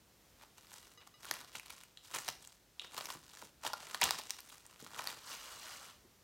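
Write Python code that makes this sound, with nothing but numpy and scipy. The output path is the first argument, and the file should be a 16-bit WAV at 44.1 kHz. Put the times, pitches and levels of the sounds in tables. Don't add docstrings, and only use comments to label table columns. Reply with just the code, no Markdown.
import sys
import numpy as np
from scipy import signal
from scipy.fft import rfft, irfft
from scipy.io import wavfile
from scipy.ndimage import uniform_filter1d

SR = 44100
rng = np.random.default_rng(int(sys.argv[2]) if len(sys.argv) > 2 else 0)


def store_pcm(level_fs):
    pcm = np.round(np.clip(level_fs, -1, 1) * 32767).astype(np.int16)
    wavfile.write(sys.argv[1], SR, np.atleast_2d(pcm).T)


N = 274743
TIME = np.arange(N) / SR
CUTOFF_HZ = 16000

# (peak t/s, level/dB, build-up/s, easing/s, lows against middle/dB, highs against middle/dB)
FILM_PULLS = [(0.423, -56.5, 0.038, 0.054, 3.5, -2), (0.584, -55.5, 0.018, 0.024, -3, -0.5),
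              (0.765, -58, 0.23, 0.28, -1, 3), (1.02, -60.5, .04, 0.035, -2.5, -17),
              (1.074, -57.5, .02, 0.015, 5, 1.5), (1.251, -52, .05, 0.11, -0.5, 2),
              (1.33, -49, 0.11, 0.22, -1, -2), (1.561, -44.5, 0.038, 0.05, -5.5, -1),
              (1.714, -54.5, 0.112, 0.22, -4.5, -1.5), (2.055, -57.5, .04, .07, -8, 1.5),
              (2.15, -42, 0.053, 0.061, 2.5, 2.5), (2.199, -44.5, 0.025, 0.064, 1, 4),
              (2.29, -43.5, 0.06, 0.057, -7, -2), (2.425, -57.5, 0.055, 0.16, -5, 1.5),
              (2.84, -56.5, 0.073, 0.059, 1, -5), (2.98, -47, 0.09, 0.12, 2, 0.5),
              (3.106, -50, 0.25, 0.14, 2, 3.5), (3.421, -54, 0.25, 0.098, -2.5, 0.5),
              (3.668, -38.5, 0.043, 0.046, 2.5, -1), (3.826, -55, 0.21, 0.14, 1, -1.5),
              (3.949, -48.5, 0.14, 0.065, 2, 0.5), (4.034, -33.5, 0.029, 0.11, 0, -4.5),
              (4.078, -41.5, .05, .025, 2, 0), (4.12, -44.5, .015, 0.15, -4.5, -4.5),
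              (4.32, -54, 0.22, 0.16, -5, -1), (4.385, -58, 0.044, 0.049, -2, -1),
              (4.531, -57, 0.19, 0.15, -1.5, 3), (4.725, -60.5, 0.13, 0.13, 0.5, -1),
              (4.805, -58, 0.059, 0.25, -2, 1), (4.989, -46.5, 0.11, 0.12, 4, 0.5),
              (5.1, -46.5, 0.13, 0.14, -0.5, -2.5)]
PULL_RANGE_DB = 22
BUILD_SHAPE, EASE_SHAPE = 1.245, 1.02
# (f/Hz, level per Hz/dB)
FILM_COLOUR = [(59, -44), (100, -14.5), (535, -11), (1150, -2.5), (1480, -7), (2370, -10), (2580, -8),
               (3250, -8), (5420, -11.5), (6990, -10.5), (14700, -26), (16000, -10)]
# (t/s, ring f/Hz, flutter before stretching/s, low level/dB, middle level/dB, high level/dB)
FOLD_SNAPS = [(0.6695, 4970, 0.00038, -74, -60, -67), (1.253, 1530, 0.00058, -50.5, -54, -52),
              (1.3116, 1800, 0.00033, -36, -32.5, -35.5), (1.339, 2800, 0.00078, -61, -49, -45),
              (1.5497, 2760, 0.0031, -46, -43, -55), (1.597, 2650, 0.00048, -57, -45, -52),
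              (1.6605, 4500, 0.00041, -78, -54, -56), (1.704, 2340, 0.00089, -53, -50, -49),
              (1.835, 3070, 0.001, -59, -55.5, -54.5), (2.1845, 7800, 0.0016, -43, -44, -41.5),
              (2.2784, 4840, 0.0022, -43, -44, -46), (2.2867, 5800, 0.00088, -37.5, -36, -39),
              (2.474, 8300, 0.00044, -64, -62, -49.5), (2.9768, 1240, 0.0029, -40, -40.5, -45.5),
              (3.0083, 1120, 0.00098, -44.5, -45, -67), (3.055, 6200, 0.0014, -54, -44, -43.5),
              (3.102, 1160, 0.0015, -42, -41, -49), (3.423, 1130, 0.001, -47.5, -55.5, -63),
              (3.15, 1070, 0.0014, -51, -60, -66), (3.648, 915, 0.0019, -38, -44, -50),
              (3.664, 3560, 0.00098, -37.5, -35, -48), (3.7, 1160, 0.002, -44, -57, -66),
              (3.733, 1480, 0.00058, -39, -40, -46), (3.7356, 1340, 0.0013, -35.5, -42.5, -51),
              (3.9457, 4350, 0.00062, -37.5, -36.5, -45), (4.014, 2170, 0.00072, -35, -30, -32.5),
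              (4.018, 1000, 0.00232, -29.5, -28, -55), (4.03, 3770, 0.002, -41, -26, -41),
              (4.038, 8250, 0.0016, -38, -32.5, -26), (4.1076, 7700, 0.00054, -33.5, -28.5, -32),
              (4.189, 5800, 0.00044, -50, -53, -45), (4.196, 1020, 0.0014, -46.5, -48, -51),
              (4.3062, 8800, 0.00029, -49.5, -36, -35), (4.4045, 5230, 0.00043, -75, -59, -49.5),
              (4.6649, 9600, 0.00016, -75, -73, -53), (4.864, 1400, 0.00059, -50, -52.5, -65.5),
              (4.9928, 1330, 0.0014, -37.5, -46, -66), (5.0414, 5300, 0.00079, -49, -52, -47.5),
              (5.0726, 5240, 0.00054, -45, -34, -40.5)]
# (lower f/Hz, upper f/Hz)
SNAP_BAND_EDGES = [(620, 1900), (1900, 5500), (5500, 16000)]
# (t/s, level before trim/dB)
SLIDE_LEVEL = [(5.2, -63.5), (5.3, -47), (5.38, -51.5), (5.6, -52.5), (5.72, -49.5), (5.9, -57),
               (5.95, -67), (6.05, -76.5)]
# (f/Hz, level per Hz/dB)
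SLIDE_COLOUR = [(120, -37), (200, -17), (416, -15.5), (482, -10.5), (777, -11.5), (1230, -3), (2170, -12.5),
                (3830, -8.5), (8120, -13), (14300, -26.5), (16000, -14)]
# (f/Hz, level/dB, 60 dB decay/s)
BOWL_MODES = [(482, -16, .2), (1214, -2, .18), (1992, -7, .22), (2905, -3, .22), (3912, -2, .14),
              (5035, -6, .17), (6282, -5, .06)]
# (t/s, strength/dB)
BOWL_TOUCHES = [(0.83, -65), (0.9753, -56.5), (1.14, -61.5)]
# (t/s, level/dB)
SOFT_KNOCKS = [(1.302, -57), (1.55, -59), (2.281, -56.5), (2.973, -67), (3.147, -56), (3.428, -57),
               (3.642, -66), (4.03, -51), (4.82, -54.5), (6.041, -60.5)]
# (t/s, peak level/dB)
BRIGHT_TICKS = [(1.973, -37.5), (2.796, -27), (2.8205, -39.5)]
# (delay t/s, level/dB)
NEAR_ECHOES = [(.0021, -18.5), (.0062, -29), (.0085, -21), (0.0257, -33)]
# (f/Hz, 60 dB decay/s)
REVERB_TIME = [(200, 0.94), (1000, 0.31), (4000, 0.46), (8000, 0.34), (16000, 0.36)]
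# (f/Hz, level per Hz/dB)
AIR_COLOUR = [(26, 2), (45, 5.5), (271, -2), (624, -6), (925, -8), (2350, -12), (5560, -12), (11100, -18),
              (14500, -16), (16000, -23)]
# (t/s, level/dB)
AIR_LEVEL_CURVE = [(0, -67.5), (.3, -65.5), (.6, -67), (2.65, -68.5), (6.2, -66.5)]
# (f/Hz, level per Hz/dB)
SELF_NOISE_COLOUR = [(50, 2), (250, 1), (1000, -7), (2200, -16.5), (5000, -14), (10000, -6.5), (16000, -5)]


def from_db(db):
    return 10 ** (np.asarray(db) / 20)


def rms_one(x):
    return x / np.sqrt(np.mean(x ** 2) + 1e-20)


def level_curve(rows):
    s, db = np.transpose(rows)
    return np.interp(TIME, s, db)


def during(rows, fade_s):
    start, end = rows[0][0], rows[-1][0]
    return np.interp(TIME, [start - fade_s, start, end, end + fade_s], [0, 1, 1, 0])


def at_hz(points, hz):
    f, value = np.transpose(points)
    return np.interp(np.log(hz), np.log(f), value)


def band(x, low, high, order=2):
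    sos = signal.butter(order, [low, min(high, .45 * SR)], "band", fs=SR, output="sos")
    return signal.sosfilt(sos, x + 1e-18)


def half_octaves(low):
    edges = np.geomspace(low, 18000, int(2 * np.log2(18000 / low)) + 1)
    return zip(edges, np.sqrt(edges[:-1] * edges[1:]), edges[1:])


def drift(rate):
    knots = rng.standard_normal(8192)
    return rms_one(np.interp(TIME * rate, np.arange(len(knots)), knots))


def ring(x, hz, t60):
    radius = from_db(-60 / (t60 * SR))
    angle = 2 * np.pi * hz / SR
    return signal.lfilter([0, np.sin(angle)], [1, -2 * radius * np.cos(angle), radius ** 2], x + 1e-18)


def effort():
    power, lows, highs = 1e-14, 0, 0
    for s, db, build_s, ease_s, low_db, high_db in FILM_PULLS:
        before = np.maximum(s - TIME, 0) / build_s
        after = np.maximum(TIME - s, 0) / ease_s
        away = np.minimum(before ** BUILD_SHAPE + after ** EASE_SHAPE, 10)
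        pull = from_db(db - PULL_RANGE_DB * away) ** 2
        power = power + pull
        lows = lows + pull * low_db
        highs = highs + pull * high_db
    return 10 * np.log10(power), lows / power, highs / power


def crinkle(work_db, low_db, high_db, per_s=900, rate_follows=0.42, slack_db=-0.5, crisp_db=1.0,
            level_db=0.0, catch_db=3.0):
    rate = per_s * from_db(rate_follows * (work_db + 55.5))
    clicks = buckles(rate, spread_db=4.6, friction=.35, even_s=.02)
    sound = film_sound(clicks, FILM_COLOUR, low_db + slack_db, high_db + crisp_db, patchy_db=3.0)
    return from_db(work_db + level_db + catch_db * drift(110)) * sound


def buckles(per_s, spread_db, friction, even_s):
    sizes = from_db(spread_db * np.minimum(rng.exponential(1, N), 4)) * rng.choice([-1, 1], N)
    happens = rng.random(N) < per_s / SR
    clicks = rms_one(sizes * happens) + friction * rng.standard_normal(N)
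    window = max(int(even_s * SR), 2)
    power = uniform_filter1d(uniform_filter1d(clicks ** 2, window), window)
    return clicks / np.sqrt(power + 1e-9)


def film_sound(clicks, spectrum, low_db, high_db, patchy_db):
    out, power = 0, 1e-20
    for k, (low, hz, high) in enumerate(half_octaves(110)):
        lows = at_hz([(1300, 1), (3000, 0)], hz)
        highs = at_hz([(3500, 0), (8000, 1), (16000, 1.3)], hz)
        gain = from_db(at_hz(spectrum, hz) + lows * low_db + highs * high_db)
        flicker = rms_one(from_db(patchy_db * drift(350)))
        out = out + (-1) ** k * gain * band(clicks * flicker, low, high)
        power = power + gain ** 2 * (high - low)
    return rms_one(out / np.sqrt(power))


def snaps(crack=1.7, ring_cycles=12.0, ring_share=0.52, stretch=1.25, top_hz=13000):
    out, t = np.zeros(N), TIME[:1024]
    soften = signal.butter(2, min(top_hz, CUTOFF_HZ), fs=SR)
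    for s, hz, length, *levels in FOLD_SNAPS:
        flutter_s = stretch * max(length, 1e-4)
        envelope = np.exp(-t / flutter_s) * (1 - np.exp(-2 * t / flutter_s))
        burst = rng.standard_normal(len(t)) * envelope
        burst[round(.5 * flutter_s * SR)] += crack * rng.choice([-1, 1])
        patch = rms_one(ring(burst, hz, ring_cycles / hz))
        burst = signal.lfilter(*soften, rms_one(burst) + ring_share * patch)
        parts = [from_db(db) * rms_one(band(burst, *edges, order=3))
                 for edges, db in zip(SNAP_BAND_EDGES, levels)]
        out[round(s * SR):][:len(t)] += sum(parts) * np.sqrt(.004 / t[-1])
    return out


def billow(work_db, low_hz=55, high_hz=130, level_db=-21, follows=1.52):
    strongest_db = work_db.max()
    push_db = strongest_db + follows * (work_db - strongest_db) + level_db
    return from_db(push_db) * rms_one(band(rng.standard_normal(N), low_hz, high_hz))


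def slide(level_db=-0.5, rim_db=-12.5, catch_db=1.0):
    slips = buckles(4000, spread_db=3.5, friction=0.63, even_s=0.014)
    hiss = film_sound(slips, SLIDE_COLOUR, 0, 0, patchy_db=3.0)
    press = from_db(level_curve(SLIDE_LEVEL) + level_db + catch_db * drift(40))
    press = press * during(SLIDE_LEVEL, fade_s=0.016)
    return press * (hiss + from_db(rim_db) * bowl_ring(slips))


def bowl_ring(x):
    return rms_one(sum(from_db(db) * ring(x, hz, t60) for hz, db, t60 in BOWL_MODES))


def touches(level_db=0.0):
    at = [round(s * SR) for s, db in BOWL_TOUCHES]
    touch_db = np.array(BOWL_TOUCHES)[:, 1]
    out = np.zeros(N)
    for hz, mode_db, t60 in BOWL_MODES:
        blows = np.zeros(N)
        blows[at] = from_db(touch_db + level_db + mode_db + rng.standard_normal(len(at)))
        out += ring(blows, hz, t60)
    return out


def soft_knocks(rise_s=0.0083, low_hz=130, high_hz=340):
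    push = 0
    for s, db in SOFT_KNOCKS:
        age = np.maximum(TIME - s, 0) / rise_s
        push = push + from_db(db) * age * np.exp(1 - np.minimum(age, 20))
    return push * rms_one(band(rng.standard_normal(N), low_hz, high_hz))


def ticks():
    out, t = np.zeros(N), TIME[:1024]
    for s, db in BRIGHT_TICKS:
        scrape = band(rng.standard_normal(len(t)) * np.exp(-t / .0009), 2000, 5500)
        tick = rms_one(ring(scrape, 3750, .004)) + .8 * rms_one(scrape)
        out[round(s * SR):][:len(t)] += from_db(db) * tick / np.abs(tick).max()
    return out


def kitchen(x, tail_db=-12.0, build_s=0.0023):
    t = TIME[:SR * 3 // 4]
    white = rng.standard_normal((2, len(t)))
    tail = 0
    for k, (low, hz, high) in enumerate(half_octaves(80)):
        decay = from_db(-60 * t / at_hz(REVERB_TIME, hz))
        tail = tail + band(white[k % 2], low, high) * decay
    tail = tail * (1 - np.exp(-t / build_s))
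    response = from_db(tail_db) * tail / np.sqrt(np.sum(tail ** 2))
    for delay, db in NEAR_ECHOES:
        response[round(delay * SR)] += from_db(db)
    return signal.fftconvolve(x, response)[:N]


def room_tone():
    return from_db(level_curve(AIR_LEVEL_CURVE)) * steady_noise(AIR_COLOUR)


def self_noise(level_db=-78.0):
    return from_db(level_db) * steady_noise(SELF_NOISE_COLOUR) * np.array([[1], [-1]])


def steady_noise(spectrum):
    hz = np.maximum(np.arange(N // 2 + 1) * SR / N, 1)
    coloured = rfft(rng.standard_normal(N)) * from_db(at_hz(spectrum, hz))
    return rms_one(irfft(coloured, N))


def scene(sympathy_db=-21.5):
    work_db, low_db, high_db = effort()
    film = crinkle(work_db, low_db, high_db) + snaps()
    sympathy = from_db(sympathy_db) * np.std(film) * bowl_ring(film)
    bowl = sympathy + touches() + soft_knocks()
    near = film + billow(work_db) + bowl + slide()
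    tick = ticks()
    return near + tick + kitchen(near + 2 * tick) + room_tone() + self_noise()


def record(dry):
    low_cut = signal.butter(6, 43, "high", fs=SR, output="sos")
    top_cut = signal.ellip(12, .1, 80, CUTOFF_HZ, fs=SR, output="sos")
    return signal.sosfilt(top_cut, signal.sosfilt(low_cut, dry))


dry = scene()
out = record(dry)
store_pcm(out)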